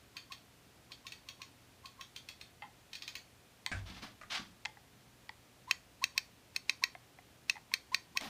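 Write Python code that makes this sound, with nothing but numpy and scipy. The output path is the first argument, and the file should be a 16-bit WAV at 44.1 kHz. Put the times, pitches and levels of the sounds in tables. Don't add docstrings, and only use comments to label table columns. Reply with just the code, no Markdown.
import sys
import numpy as np
from scipy import signal
from scipy.fft import rfft, irfft, next_fast_len
from scipy.io import wavfile
from scipy.ndimage import map_coordinates

SR = 44100
rng = np.random.default_rng(int(sys.argv[2]) if len(sys.argv) > 2 else 0)


def generate_wav(sig):
    pcm = np.round(np.clip(np.atleast_2d(sig).T, -1, 1) * 32767).astype(np.int16)
    wavfile.write(sys.argv[1], SR, pcm)


N = 365588
TIME = np.arange(N) / SR
AGE = np.arange(SR // 2) / SR

# (t/s, level/dB)
NOTCH_SNAPS = [(0.167, -42), (0.32, -42.5), (.9186, -45), (1.0669, -43), (1.1206, -44), (1.287, -43),
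               (1.4171, -43.5), (1.8561, -47), (2.0098, -44), (2.1616, -43), (2.2872, -43), (2.4118, -45.5),
               (2.9308, -43.5), (2.9522, -42), (3.0213, -42.5), (3.078, -39.5), (3.153, -40.5),
               (5.7103, -21), (6.0397, -22.5), (6.1774, -23), (6.562, -28), (6.6949, -22.5),
               (6.8376, -21.5), (7.4963, -22.5), (7.7381, -23), (7.9448, -22.5), (8.1717, -25)]
# (f/Hz, level/dB)
FRICTION = [(500, -4), (1000, 0), (2200, 1.5), (4400, 1), (7000, -5.5), (15000, -21)]


def amp(db):
    return 10 ** (np.asarray(db) / 20)


def unit(x):
    return x / np.sqrt(np.mean(x ** 2) + 1e-20)


def punch(x):
    return x / np.sqrt(np.mean(x[:SR // 250] ** 2) + 1e-20)


def along(points, hz):
    f, v = np.transpose(points)
    return np.interp(np.log(hz + 1), np.log(f + 1), v)


def filtered(x, response):
    m = next_fast_len(len(x) + 4096)
    spectrum = rfft(x, m) * response(np.fft.rfftfreq(m, 1 / SR))
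    return irfft(spectrum, m)[:len(x)]


def noise(spectrum, size):
    white = rng.standard_normal(size)
    return unit(filtered(white, lambda hz: amp(along(spectrum, hz))))


def wobble(rate, size):
    knots = rng.standard_normal(int(size * rate / SR) + 4)
    return map_coordinates(knots, [np.arange(size) * rate / SR])


def add(track, s, sound):
    part = track[max(round(s * SR), 0):][:len(sound)]
    part += sound[:len(part)]


def decay(t60):
    return np.exp(-np.log(1000) * AGE / t60)


def onset(rise):
    return 1 - np.exp(-(AGE / rise) ** 2)


def ring(modes, scatter_db, detune, damping=1):
    hz, db, t60 = np.transpose(modes)[:, :, None]
    size, shift, lag = rng.standard_normal((len(modes), 3)).T[:, :, None]
    sign = (-1) ** np.arange(len(modes))[:, None]
    swing = sign * np.sin(2 * np.pi * hz * (1 + detune * shift) * AGE + .5 * lag)
    return (amp(db + scatter_db * size) * decay(t60 / damping) * swing).sum(0)


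def crack(spectrum, t60):
    return punch(noise(spectrum, len(AGE)) * decay(t60))


def hold(s):
    # (f/Hz, level/dB)
    on_desk = dict(usual_db=-44.5, rebound_db=-4, rebound_s=.0028, crack_db=-3.5, damping=1.7, rub_db=-65.5, squeak_hz=987, colour=[(1000, -6),
               (2100, -6), (2600, 1), (3200, 1), (4300, -1), (6500, -3.5), (15000, -1.5)])
    in_hand = dict(usual_db=-23, rebound_db=-17, rebound_s=.0036, crack_db=-7, damping=1.04, rub_db=-56.5, squeak_hz=876, colour=[(700, 4.5),
               (1500, -2), (2500, 1), (3300, -3), (4200, -0.5), (15000, -0.5)])
    pickup_s = 4.5
    return on_desk if s < pickup_s else in_hand


def background(air_db=-63):
    # (f/Hz, level/dB)
    air = [(12, -49), (20, -37), (49, -4), (92, -1.5), (121, -5.5), (189, -5.5), (272, -6.5), (330, -9),
           (718, -12.5), (1090, -15), (2180, -16.5), (2370, -16), (2870, -16.5), (12900, -27), (15200, -28)]
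    # (f/Hz, level/dB)
    hum_tones = [(119.8, -73), (279, -83), (720, -84)]
    hum = np.zeros(N)
    for hz, db in hum_tones:
        drift = 1.07 * wobble(5.4, N)
        hum += amp(db) * unit(np.sin(2 * np.pi * hz * TIME + drift))
    return amp(air_db) * noise(air, N) + hum


def squeaks(end_hz=1120, overtone_db=-18, rub_db=-16, waver=0.015):
    # (t/s, level/dB)
    squeak_starts = [(.142, -67.5), (0.297, -60.5), (.893, -69), (1.043, -62), (1.26, -66.5), (1.393, -60),
                     (1.83, -58.5), (1.978, -58.5), (5.673, -47.5), (6.015, -40), (6.15, -59),
                     (6.818, -45.5), (7.711, -54), (7.917, -41), (8.152, -43)]
    out = np.zeros(N)
    for s, db in squeak_starts:
        snap_s = min(t for t, _ in NOTCH_SNAPS if t > s)
        size = int((snap_s - s) * SR)
        climb = np.linspace(0, 1, size)
        glide = end_hz + (hold(s)["squeak_hz"] - end_hz) * (1 - climb) ** 1.52
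        hz = glide * (1 + waver * wobble(480, size))
        phase = 2 * np.pi * np.cumsum(hz) / SR
        overtones = np.sin(2 * phase) + .5 * np.sin(4 * phase)
        tone = unit(np.sin(phase) + amp(overtone_db) * overtones)
        rubbing = amp(rub_db) * noise(FRICTION, size)
        swell = np.abs(np.sin(.93 * np.pi * climb)) ** 0.82 * amp(2.3 * wobble(204, size))
        add(out, s, amp(db) * (tone + rubbing) * swell)
    return out


def climbs(climb_s=.018, slip_s=0.00031, slip_db=-14):
    out = np.zeros(N)
    left = np.arange(int(climb_s * SR), 0, -1) / SR
    for s, db in NOTCH_SNAPS:
        rub = amp(hold(s)["rub_db"]) * np.sqrt(np.abs(1 - left / climb_s))
        slip = amp(db + slip_db) * np.exp(-left / slip_s)
        add(out, s - climb_s, (rub + slip) * noise(FRICTION, len(left)))
    return out


def notches(rise_s=0.0011, dulling=.33):
    # (f/Hz, level/dB, t60/s)
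    wheel_modes = [(1045, -33.5, 0.075), (1554, -23.5, 0.041), (1900, -7.5, 0.018), (2342, 3, 0.0079),
                   (2591, -3, 0.022), (3178, -13, 0.038), (3700, -8, 0.016), (4045, -4, 0.019),
                   (4364, -2.5, 0.015), (4635, -9, 0.016), (5450, -1, 0.01), (5705, -8.5, 0.0091),
                   (6300, -22.5, 0.045), (6480, -18, 0.026), (8420, -16, 0.011), (14400, -12, 0.0083)]
    # (f/Hz, level/dB)
    snap_spectrum = [(300, -45), (800, -14.5), (2200, -2.5), (4300, -0.5), (6500, -3), (7500, -12),
                     (9300, -10), (10700, -22.5), (13000, -17), (15000, -15.5)]
    out = np.zeros(N)
    for s, db in NOTCH_SNAPS:
        grip = hold(s)
        dull_db = dulling * (db - grip["usual_db"])

        def colour(hz):
            octaves = np.log2(np.clip(hz, 1900, 4500))
            return amp(along(grip["colour"], hz) - dull_db * octaves)

        rebound_s = grip["rebound_s"] * rng.uniform(.8, 1.2)
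        for delay, level_db in [(0, 0), (rebound_s, grip["rebound_db"])]:
            modes = ring(wheel_modes, scatter_db=2.23, detune=0.007, damping=grip["damping"])
            body = punch(modes * onset(rise_s))
            snap = punch(crack(snap_spectrum, t60=0.013) * onset(rise_s))
            hit = punch(filtered(body + amp(grip["crack_db"]) * snap, colour))
            add(out, s + delay, amp(db + level_db) * hit)
    return out


def knocks(crack_db=-3, contact_cycles=1.75):
    # (t/s, level/dB, hardness/Hz, hollow note/Hz)
    shell_hits = [(2.6215, -44, 2670, 837), (3.6628, -30.5, 14900, 885), (4.2128, -48.5, 1920, 1220),
                  (4.234, -51, 1930, 1210), (4.6515, -38.5, 4960, 848), (4.6558, -32.5, 5800, 840),
                  (4.7705, -53.5, 2150, 820), (5.2925, -40.5, 4160, 880), (6.9505, -45, 2230, 723),
                  (7.1865, -52, 2000, 756), (7.555, -50.5, 2060, 860), (7.566, -47, 2000, 890),
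                  (7.5775, -53, 2000, 806), (7.7165, -50, 3300, 950), (8.2108, -41.5, 15300, 860),
                  (8.2505, -52, 1600, 740)]
    # (f/Hz, level/dB, t60/s)
    shell_modes = [(1040, -18.5, 0.038), (1360, -19.5, 0.015), (1804, -10, 0.015), (2066, -8, 0.026),
                   (2484, -7.5, 0.016), (3220, -9.5, 0.016), (3800, -10, 0.0063), (4420, 1, 0.0048),
                   (5530, -9, 0.0065)]
    # (f/Hz, level/dB)
    tap_spectrum = [(300, -35), (800, -38), (2200, -5), (5000, 0), (7500, -1), (10000, -10.5),
                    (14000, -13.5)]
    soft_hz, soft_hollow_db, hollow_db_per_octave = 1950, -2, -6
    out = np.zeros(N)
    for s, db, hard_hz, hollow_hz in shell_hits:
        contact = onset(contact_cycles / hard_hz)
        shell = punch(ring(shell_modes, scatter_db=2, detune=.03))
        hit = (shell + amp(crack_db) * crack(tap_spectrum, t60=0.0063)) * contact
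        hit = punch(filtered(hit, lambda hz: 1 / np.sqrt(1 + (hz / hard_hz) ** 6)))
        hollow_db = soft_hollow_db + hollow_db_per_octave * np.log2(hard_hz / soft_hz)
        hollow = punch(np.sin(2 * np.pi * hollow_hz * AGE) * decay(0.027) * onset(rise=0.0027))
        add(out, s, amp(db) * punch(hit + amp(hollow_db) * hollow))
    return out


def bumps():
    # (t/s, clack level/dB, boom level/dB)
    desk_hits = [(3.7155, -37, -36.5), (3.757, -50, -52), (4.026, -52, -74), (4.212, -52, -82),
                 (4.386, -55, -61)]
    # (f/Hz, level/dB, t60/s)
    desk_modes = [(52.8, -7, 0.59), (64, -11, 0.54), (84.5, -8, 0.43), (96, -3, 0.4), (121, -3, 0.16),
                  (208, -18, .25)]
    # (f/Hz, level/dB)
    clack_spectrum = [(120, 3), (250, 3), (430, -14), (640, 5.5), (900, -10), (1250, -6), (1600, 9.5),
                      (1950, 0), (2400, 2), (3000, -8), (5000, -11), (9000, -16), (15000, -61)]
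    out = np.zeros(N)
    for s, clack_db, boom_db in desk_hits:
        clack = noise(clack_spectrum, len(AGE)) * decay(0.18) * onset(rise=0.0004)
        boom = ring(desk_modes, scatter_db=.5, detune=.005) * onset(rise=0.022)
        add(out, s, amp(clack_db) * clack)
        add(out, s, amp(boom_db) * boom)
    return out


def sliding(grain_db=-1.0, catch_db=1.1):
    # (t/s, length/s, friction level/dB, rumble level/dB)
    strokes = [(3.721, 0.069, -60.5, -64), (3.851, .055, -53, -59.5), (3.932, 0.05, -53.5, -64),
               (4.014, 0.022, -47.5, -54.5), (4.296, 0.065, -38.5, -59.5), (8.196, 0.065, -47.5, -48)]
    # (f/Hz, level/dB)
    scrape_spectrum = [(300, -39), (700, -3), (1300, 0), (2300, 1), (3400, 2), (4500, -1), (6200, -7.5),
                       (7500, -17.5), (9300, -20), (10600, -28), (15000, -32)]
    # (f/Hz, level/dB)
    rumble_spectrum = [(60, -8), (150, -5), (230, 8.5), (380, -9.5), (650, 1.5), (1000, -1.5), (2000, -22)]
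    attack_s, swell_db_per_s, release_db_per_s = 0.0097, 49, 233
    out, size = np.zeros(N), len(AGE)
    for s, length, friction_db, rumble_db in strokes:
        grains = amp(grain_db * wobble(860, size) + catch_db * wobble(108, size))
        hiss = unit(noise(scrape_spectrum, size) * grains)
        push_db = np.minimum(swell_db_per_s * (AGE - length), release_db_per_s * (length - AGE))
        speed = onset(attack_s) * amp(push_db)
        rumble = noise(rumble_spectrum, size)
        add(out, s, speed * (amp(friction_db) * hiss + amp(rumble_db) * rumble))
    return out


def thuds(t60=0.21, rise_s=.004):
    # (t/s, level/dB)
    hand_landings = [(3.895, -51), (4.026, -49), (4.391, -48)]
    # (f/Hz, level/dB)
    thud_spectrum = [(40, -16), (110, -9), (190, 3), (300, -3), (420, -21), (1000, -36), (4000, -70)]
    out = np.zeros(N)
    for s, db in hand_landings:
        add(out, s, amp(db) * noise(thud_spectrum, len(AGE)) * decay(t60) * onset(rise_s))
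    return out


def room_answer(tail_db=-1):
    # (f/Hz, t60/s)
    tail_t60 = [(100, 0.6), (1000, 0.18), (4000, 0.25), (8000, 0.24), (15000, 0.2)]
    # (f/Hz, level/dB)
    room_tone = [(100, 1), (700, -1.5), (1100, 3), (2300, -5), (2850, -12.5), (3200, -4), (3600, -1.5),
                 (4060, -11.5), (4500, -2.5), (5400, -7), (7000, -2), (10000, -7), (15000, -6)]
    # (delay/s, level/dB)
    reflections = [(.0032, -6.5), (.0128, -9.5), (.0152, -17), (.0232, -46)]
    hz, t, z = signal.stft(rng.standard_normal(len(AGE)), SR, nperseg=256)
    fade = np.exp(-np.log(1000) * t / along(tail_t60, hz)[:, None])
    tail = signal.istft(z * fade, SR, nperseg=256)[1][:len(AGE)] * onset(rise=0.0045)
    answer = tail * amp(tail_db) / np.linalg.norm(tail)
    for delay, db in reflections:
        add(answer, delay * rng.uniform(0.7, 1.04), amp([db]))
    return filtered(answer, lambda hz: amp(along(room_tone, hz)))


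def room(x, size=SR // 4):
    # (t/s, distance/m)
    distance = [(3.2, 1), (3.66, 0.38), (4.4, 0.32), (4.8, 0.16), (8.3, 0.2)]
    reference_m = 0.68
    sent = x * np.interp(TIME, *np.transpose(distance)) / reference_m
    out = np.zeros(N)
    for start in range(0, N, size):
        add(out, start / SR, signal.fftconvolve(sent[start:start + size], room_answer()))
    return out


def scene():
    mouse = squeaks() + climbs() + notches() + knocks() + bumps() + sliding() + thuds()
    return (background() + mouse + room(mouse))[None]


def record(dry, top_hz=15300):
    def band_limit(hz):
        return 1 / np.sqrt(1 + (hz / top_hz) ** 200)

    return np.array([filtered(channel, band_limit) for channel in dry])


dry = scene()
out = record(dry)
generate_wav(out)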